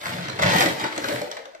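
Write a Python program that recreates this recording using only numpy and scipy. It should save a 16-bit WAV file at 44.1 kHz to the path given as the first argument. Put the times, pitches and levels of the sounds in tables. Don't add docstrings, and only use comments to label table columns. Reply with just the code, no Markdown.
import sys
import numpy as np
from scipy import signal
from scipy.fft import rfft, irfft, next_fast_len
from scipy.io import wavfile
from scipy.ndimage import map_coordinates

SR = 44100
rng = np.random.default_rng(int(sys.argv[2]) if len(sys.argv) > 2 else 0)


def waveform_to_disk(signal):
    frames = np.transpose(np.atleast_2d(signal))
    scaled = np.clip(frames, -1, 1) * 32767
    samples = np.round(scaled).astype(np.int16)
    wavfile.write(sys.argv[1], SR, samples)


def gain_from_decibels(decibels):
    exponent = np.asarray(decibels, float) / 20
    return 10 ** exponent


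N = 70560


def unit(x):
    return x / np.sqrt(np.mean(x ** 2) + 1e-20)


def along(points, hz):
    f, value = np.transpose(points)
    return np.interp(np.log(hz + 1), np.log(f + 1), value)


def wobble(rate):
    knots = rng.standard_normal(int(N * rate / SR) + 4)
    return map_coordinates(knots, [np.arange(N) * rate / SR])


def filtered(x, response):
    m = next_fast_len(N + SR // 2)
    return irfft(rfft(x, m) * response(np.fft.rfftfreq(m, 1 / SR)), m)[..., :N]


def highpass(f, corner_hz):
    return 1j * f / (corner_hz + 1j * f)


def ringing(peaks):
    def response(f):
        total = 0
        for k, (centre, width, db) in enumerate(peaks):
            band = 1j * f * width
            total = total + (-1) ** k * gain_from_decibels(db) * band / (centre * centre - f * f + band)
        return total
    return response


def steep(peaks):
    return lambda f: ringing(peaks)(f) * highpass(f, peaks[0][0] * 0.91) ** 2


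def causal(spectrum):
    def response(f):
        cepstrum = irfft(np.log(np.maximum(gain_from_decibels(along(spectrum, f)), 1e-6)))
        half = len(cepstrum) // 2
        cepstrum[1:half] *= 2
        cepstrum[half + 1:] = 0
        return np.exp(rfft(cepstrum))
    return response


# f/Hz, density/dB per Hz
AIR_COLOUR = [(25, -3), (120, -15), (230, -19), (330, 8), (600, -10), (1500, -23), (5000, -31),
              (15000, -45)]


def air_noise():
    level_db = -62
    noise = rng.standard_normal((2, N))
    return gain_from_decibels(level_db) * unit(filtered(noise, lambda f: gain_from_decibels(along(AIR_COLOUR, f))))


def reflections(x, decays, low_hz, count):
    noise = rng.standard_normal((count, 2, SR // 3))
    hz, t, z = signal.stft(noise, SR, nperseg=128)
    fade = gain_from_decibels(-60 * t / along(decays, hz)[:, None])
    tails = signal.istft(z * fade, SR, nperseg=128)[1]
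    tails = tails / np.linalg.norm(tails, axis=-1, keepdims=True)
    thin = filtered(x, lambda f: highpass(f, low_hz) ** 2)
    late = np.pad(thin, (60, 0))[:N]
    place = np.arange(N) * (count - 1) / N - np.arange(count)[:, None]
    parts = late * np.cos(np.pi / 2 * np.clip(place, -1, 1))
    return signal.fftconvolve(parts[:, None], tails, axes=2).sum(axis=0)[:, :N]


# f/Hz, t60/s
ROOM_DECAY = [(150, 0.43), (600, 0.4), (3000, 0.46), (10000, 0.48)]


def bare_room(x):
    return gain_from_decibels(-0.5) * reflections(x, ROOM_DECAY, low_hz=284, count=10)


# f/Hz, t60/s
NEAR_DECAY = [(500, 0.022), (3000, 0.015), (10000, 0.015)]


def near_walls(x):
    return gain_from_decibels(1) * reflections(x, NEAR_DECAY, low_hz=1130, count=36)


# t/s, f/Hz, level/dB, t60/s
CLEAR_RINGS = [(0.096, 132, -38, 0.18), (0.137, 170, -29.5, 0.12), (0.217, 172, -30, 0.12),
               (.283, 127, -25.5, .12), (.3, 4120, -21.5, 0.026), (.424, 600, -15.5, 0.17),
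               (0.425, 1968, -16, 0.034), (.433, 2350, -21, .025), (0.436, 98, -13.5, 0.11),
               (.452, 120, -18, 0.15), (.445, 176.3, -19, .14), (.49, 180, -23.5, .12),
               (.455, 591, -18.5, 0.12), (.488, 594, -21, 0.11), (.532, 550, -13.5, 0.059),
               (.542, 2050, -28, .03), (.55, 174, -9, 0.067), (.556, 769, -12, 0.068),
               (.556, 989, -20, 0.11), (0.57, 306, -16, 0.074), (.452, 242, -25.5, 0.097),
               (.593, 3170, -20, 0.039), (.594, 501, -17, 0.096), (.612, 785, -13, 0.077),
               (.618, 2170, -13, 0.025), (.655, 304.4, -14.5, 0.12), (.659, 1966, -14, 0.053),
               (.66, 640.6, -22.5, 0.18), (.798, 883, -35, 0.072), (0.837, 323, -12, 0.027),
               (.853, 880, -19.5, 0.077), (0.979, 317, -19, 0.07), (1.044, 344, -40, 0.061),
               (1.085, 309, -23.5, 0.14), (1.086, 437, -37, 0.11), (1.095, 612, -22, .1),
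               (1.115, 583, -21.5, 0.15), (1.139, 125.5, -26, 0.19), (1.216, 586, -32, 0.18),
               (1.225, 495.6, -26.5, 0.2), (1.271, 359, -33.5, 0.13), (1.3146, 5860, -27, 0.0095),
               (1.3146, 3400, -26, .015), (1.368, 830, -36, 0.081), (1.392, 463, -34, 0.11),
               (1.455, 625, -32.5, 0.05), (1.474, 550, -33, 0.1), (1.549, 630, -29.5, 0.046),
               (1.548, 527, -42, 0.039)]


def pings():
    attack_cycles = 1.14
    out, t = np.zeros(N + SR), np.arange(SR // 4) / SR
    for start, hz, db, t60 in CLEAR_RINGS:
        tone = np.sin(2 * np.pi * hz * t) * (1 - np.exp(-t * hz / attack_cycles))
        out[round(start * SR):][:len(t)] += gain_from_decibels(db - 60 * t / t60) * tone
    return out[:N]


# t/s, peak level/dB, ring of the tube air/dB, ring of the rim/dB, hardness/dB
CLEAR_PELLETS = [(0.0344, -32, -11, -42, -4), (0.0567, -23, -6, -21, 1), (0.067, -24, -9, -10, 2.5),
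                 (0.184, -29, -7, -18, -10), (0.2844, -26, 7, -22, 0), (0.2972, -27, -2, -18, 0),
                 (0.3903, -23, 3, -24, -12), (0.3955, -24.5, -1, -5, -14), (0.421, -22.5, -8, -12.5, 6),
                 (0.4257, -15.5, -12, -14, 3.5), (0.4332, -14.5, -3.5, -15.5, -1.5),
                 (0.5844, -26, -30, -17, 16), (0.607, -9.5, -6, -22, -0.5), (0.624, -22, -12, -21, 10),
                 (0.6592, -19.5, 0, -24, 6), (0.7986, -31, -16, -3.5, 7), (0.8134, -29.5, -1, 0, 6),
                 (0.841, -19, -1, -12.5, -5), (0.9258, -26, -5, -33, -7), (0.9622, -29, -3.5, -24, 5.5),
                 (0.978, -23, -0.5, -16, 6), (1.0427, -20, -7, -37, -1.5), (1.0584, -29.5, -2, -10, -1),
                 (1.0858, -22, -2.5, -17, 4.5), (1.1224, -31, -12, -27, 3.5),
                 (1.1591, -26.5, -14, -13, -0.5), (1.2161, -28, 11.5, -19, 5),
                 (1.3145, -28.5, -11, -27, 7.5), (1.324, -34, -8, -29, -2), (1.332, -45, -8, -38, 2),
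                 (1.3684, -29, 1, -34, -1.5), (1.3722, -34, -1, -34, -8), (1.3902, -35.5, -17.5, -31, -4),
                 (1.4552, -34.5, 1, -38, 0), (1.549, -37, -2, -24, 0)]
TUBE_AIR_COLUMN, RIM_COLUMN, HARDNESS_COLUMN = 2, 3, 4


def landings(column, snap):
    bounce_t60_s, landing_db = 0.016, -3.5
    out, t = np.zeros(N + SR), np.arange(SR // 10) / SR
    for row in CLEAR_PELLETS:
        db = row[1] + landing_db + (row[column] if column else 0)
        chatter = rng.standard_normal(len(t))
        chatter[0] = snap
        out[round(row[0] * SR):][:len(t)] += gain_from_decibels(db - 60 * t / bounce_t60_s) * chatter
    return out[:N]


def knocks():
    knocks_per_s, size_spread_db, clump_db = 2500, 4, 1.5
    hit = rng.random(N) < knocks_per_s / SR
    size = gain_from_decibels(size_spread_db * rng.exponential(size=N) ** 0.69) * rng.standard_normal(N)
    clumps = gain_from_decibels(clump_db * (wobble(11.47) + wobble(40.4)))
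    return unit(hit * size * clumps)


def body(response, level_db, landing):
    gain = np.abs(response(np.fft.rfftfreq(8192, 1 / SR)))
    blows = gain_from_decibels(level_db) * knocks() + landing
    return filtered(blows, response) / np.sqrt(np.mean(gain ** 2))


# f/Hz, density/dB per Hz
DUST_COLOUR = [(6000, 0), (9000, 8.5), (9700, -15), (10500, 3.5), (13000, 4.5), (15300, -1.5)]


def dust_fizz(level_db, hard):
    return body(causal(DUST_COLOUR), level_db, gain_from_decibels(-28) * hard)


# f/Hz, width/Hz, level/dB
BOWL_MODES = [(93.4, 41, -2), (136.1, 18.6, 3), (177.1, 12.3, 2.5), (242, 18, -4.5)]


def bowl(level_db):
    return body(steep(BOWL_MODES), level_db, 0)


# f/Hz, width/Hz, level/dB
WALL_MODES = [(234, 41, -5), (307.7, 32, 1.5), (361, 119, -5)]


def tube_wall(level_db):
    return body(steep(WALL_MODES), level_db, 0)


# f/Hz, width/Hz, level/dB
RIM_MODES = [(880, 62, 7), (968, 31, -6)]


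def tube_rim(flow):
    return body(steep(RIM_MODES), flow - 10.5, landings(RIM_COLUMN, snap=25.0))


# f/Hz, width/Hz, level/dB
TUBE_AIR_MODES = [(439.3, 93, -6), (477, 74, -5), (536.3, 19.7, -2), (600, 79, -5), (670.6, 101, -2.5),
                  (721, 164, -7)]


def tube_air(level_db):
    return body(steep(TUBE_AIR_MODES), level_db, landings(TUBE_AIR_COLUMN, snap=7.5))


# f/Hz, density/dB per Hz
CLICK_COLOUR = [(410, -31.5), (700, -5), (1230, -0.5), (1950, -2.5), (2750, -6.5), (3060, -4.5),
                (4040, -5.5), (8260, -23), (9000, -22.5), (11700, -121), (19800, -120)]
# f/Hz, width/Hz, level/dB
STEEL_MODES = [(1948, 450, -2), (2365, 89, 8.5), (2800, 34, -60), (4580, 100, -14), (5100, 50, -51),
               (1473, 51, 8)]


def clatter(flow, hard):
    hard_hz = 3140
    dull = landings(None, snap=15)
    blows = filtered(hard, lambda f: highpass(f, hard_hz) ** 2)
    blows = blows + filtered(dull, lambda f: 1 - highpass(f, hard_hz))
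    return body(lambda f: causal(CLICK_COLOUR)(f) * (1 + ringing(STEEL_MODES)(f)), flow, blows)


# load shifting in the bowl/dB,
# share falling inside the tube/dB, share on the tube wall/dB, dust/dB
POUR_COURSE = [(0.0, -43, -17, -5, -5, -15.5), (0.086, -34.5, -7, -2.5, -15.5, -12.5),
               (0.276, -40.5, -1.5, -1.5, -2.5, -25.5), (0.37, -40.5, -1, -2.5, 0.5, -24),
               (0.437, -25.5, 1.5, -2.5, -10.5, -22), (0.476, -25.5, -4, -3.5, -9, -28),
               (0.55, -23.5, -3.5, -7, -5, -15.5), (0.623, -23.5, -9, -5.5, -5.5, -17),
               (0.693, -32, 0.5, 1, -0.5, -21), (0.762, -45.5, 0, 3, 0, -13),
               (0.81, -33, -6.5, -10, -9, -19), (0.848, -37.5, -5.5, -4, 5, -30),
               (0.894, -44, -13, -10.5, 0.5, -22), (1.056, -38.5, -4, 0.5, 0, -7),
               (1.144, -38, -6.5, 2, 1.5, -7), (1.31, -50, -12.5, 4.5, -6.5, -23.5),
               (1.452, -63, -10.5, 13, -0.5, -23), (1.6, -62.5, -29, 2, -13, -28)]


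def pour():
    s, *columns = np.transpose(POUR_COURSE)
    flow, load, inside, wall, dust = [np.interp(np.arange(N) / SR, s, c) for c in columns]
    hard = landings(HARDNESS_COLUMN, snap=15)
    stream = clatter(flow, hard) + dust_fizz(flow + dust, hard)
    stream = stream + bowl(flow + load) + tube_air(flow + inside)
    return stream + tube_wall(flow + wall) + tube_rim(flow)


# f/Hz, level/dB
LEFT_OVER_RIGHT_DB = [(60, 0.0), (240, 0.5), (950, 2.5), (3770, 0), (15000, -3)]


def scene():
    stream, rings, air = pour(), pings(), air_noise()
    left_lag_s = 17 / 44100
    far = stream + gain_from_decibels(-4) * rings
    side = np.array([[1], [-1]])
    direct = filtered(stream + rings, lambda f: np.exp(-1j * np.pi * f * left_lag_s * side))
    echo = near_walls(far) + bare_room(far)
    return filtered(direct + echo, lambda f: gain_from_decibels(side * along(LEFT_OVER_RIGHT_DB, f) / 2)) + air


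def low_pass(x):
    return signal.sosfilt(signal.butter(12, 15800, fs=SR, output="sos"), x)


def record(dry):
    ceiling, top_hz = 0.75, 15500
    soft = ceiling * np.tanh(dry / ceiling)
    mix = filtered(soft, lambda f: f < top_hz)
    return low_pass(mix)


dry = scene()
out = record(dry)
waveform_to_disk(out)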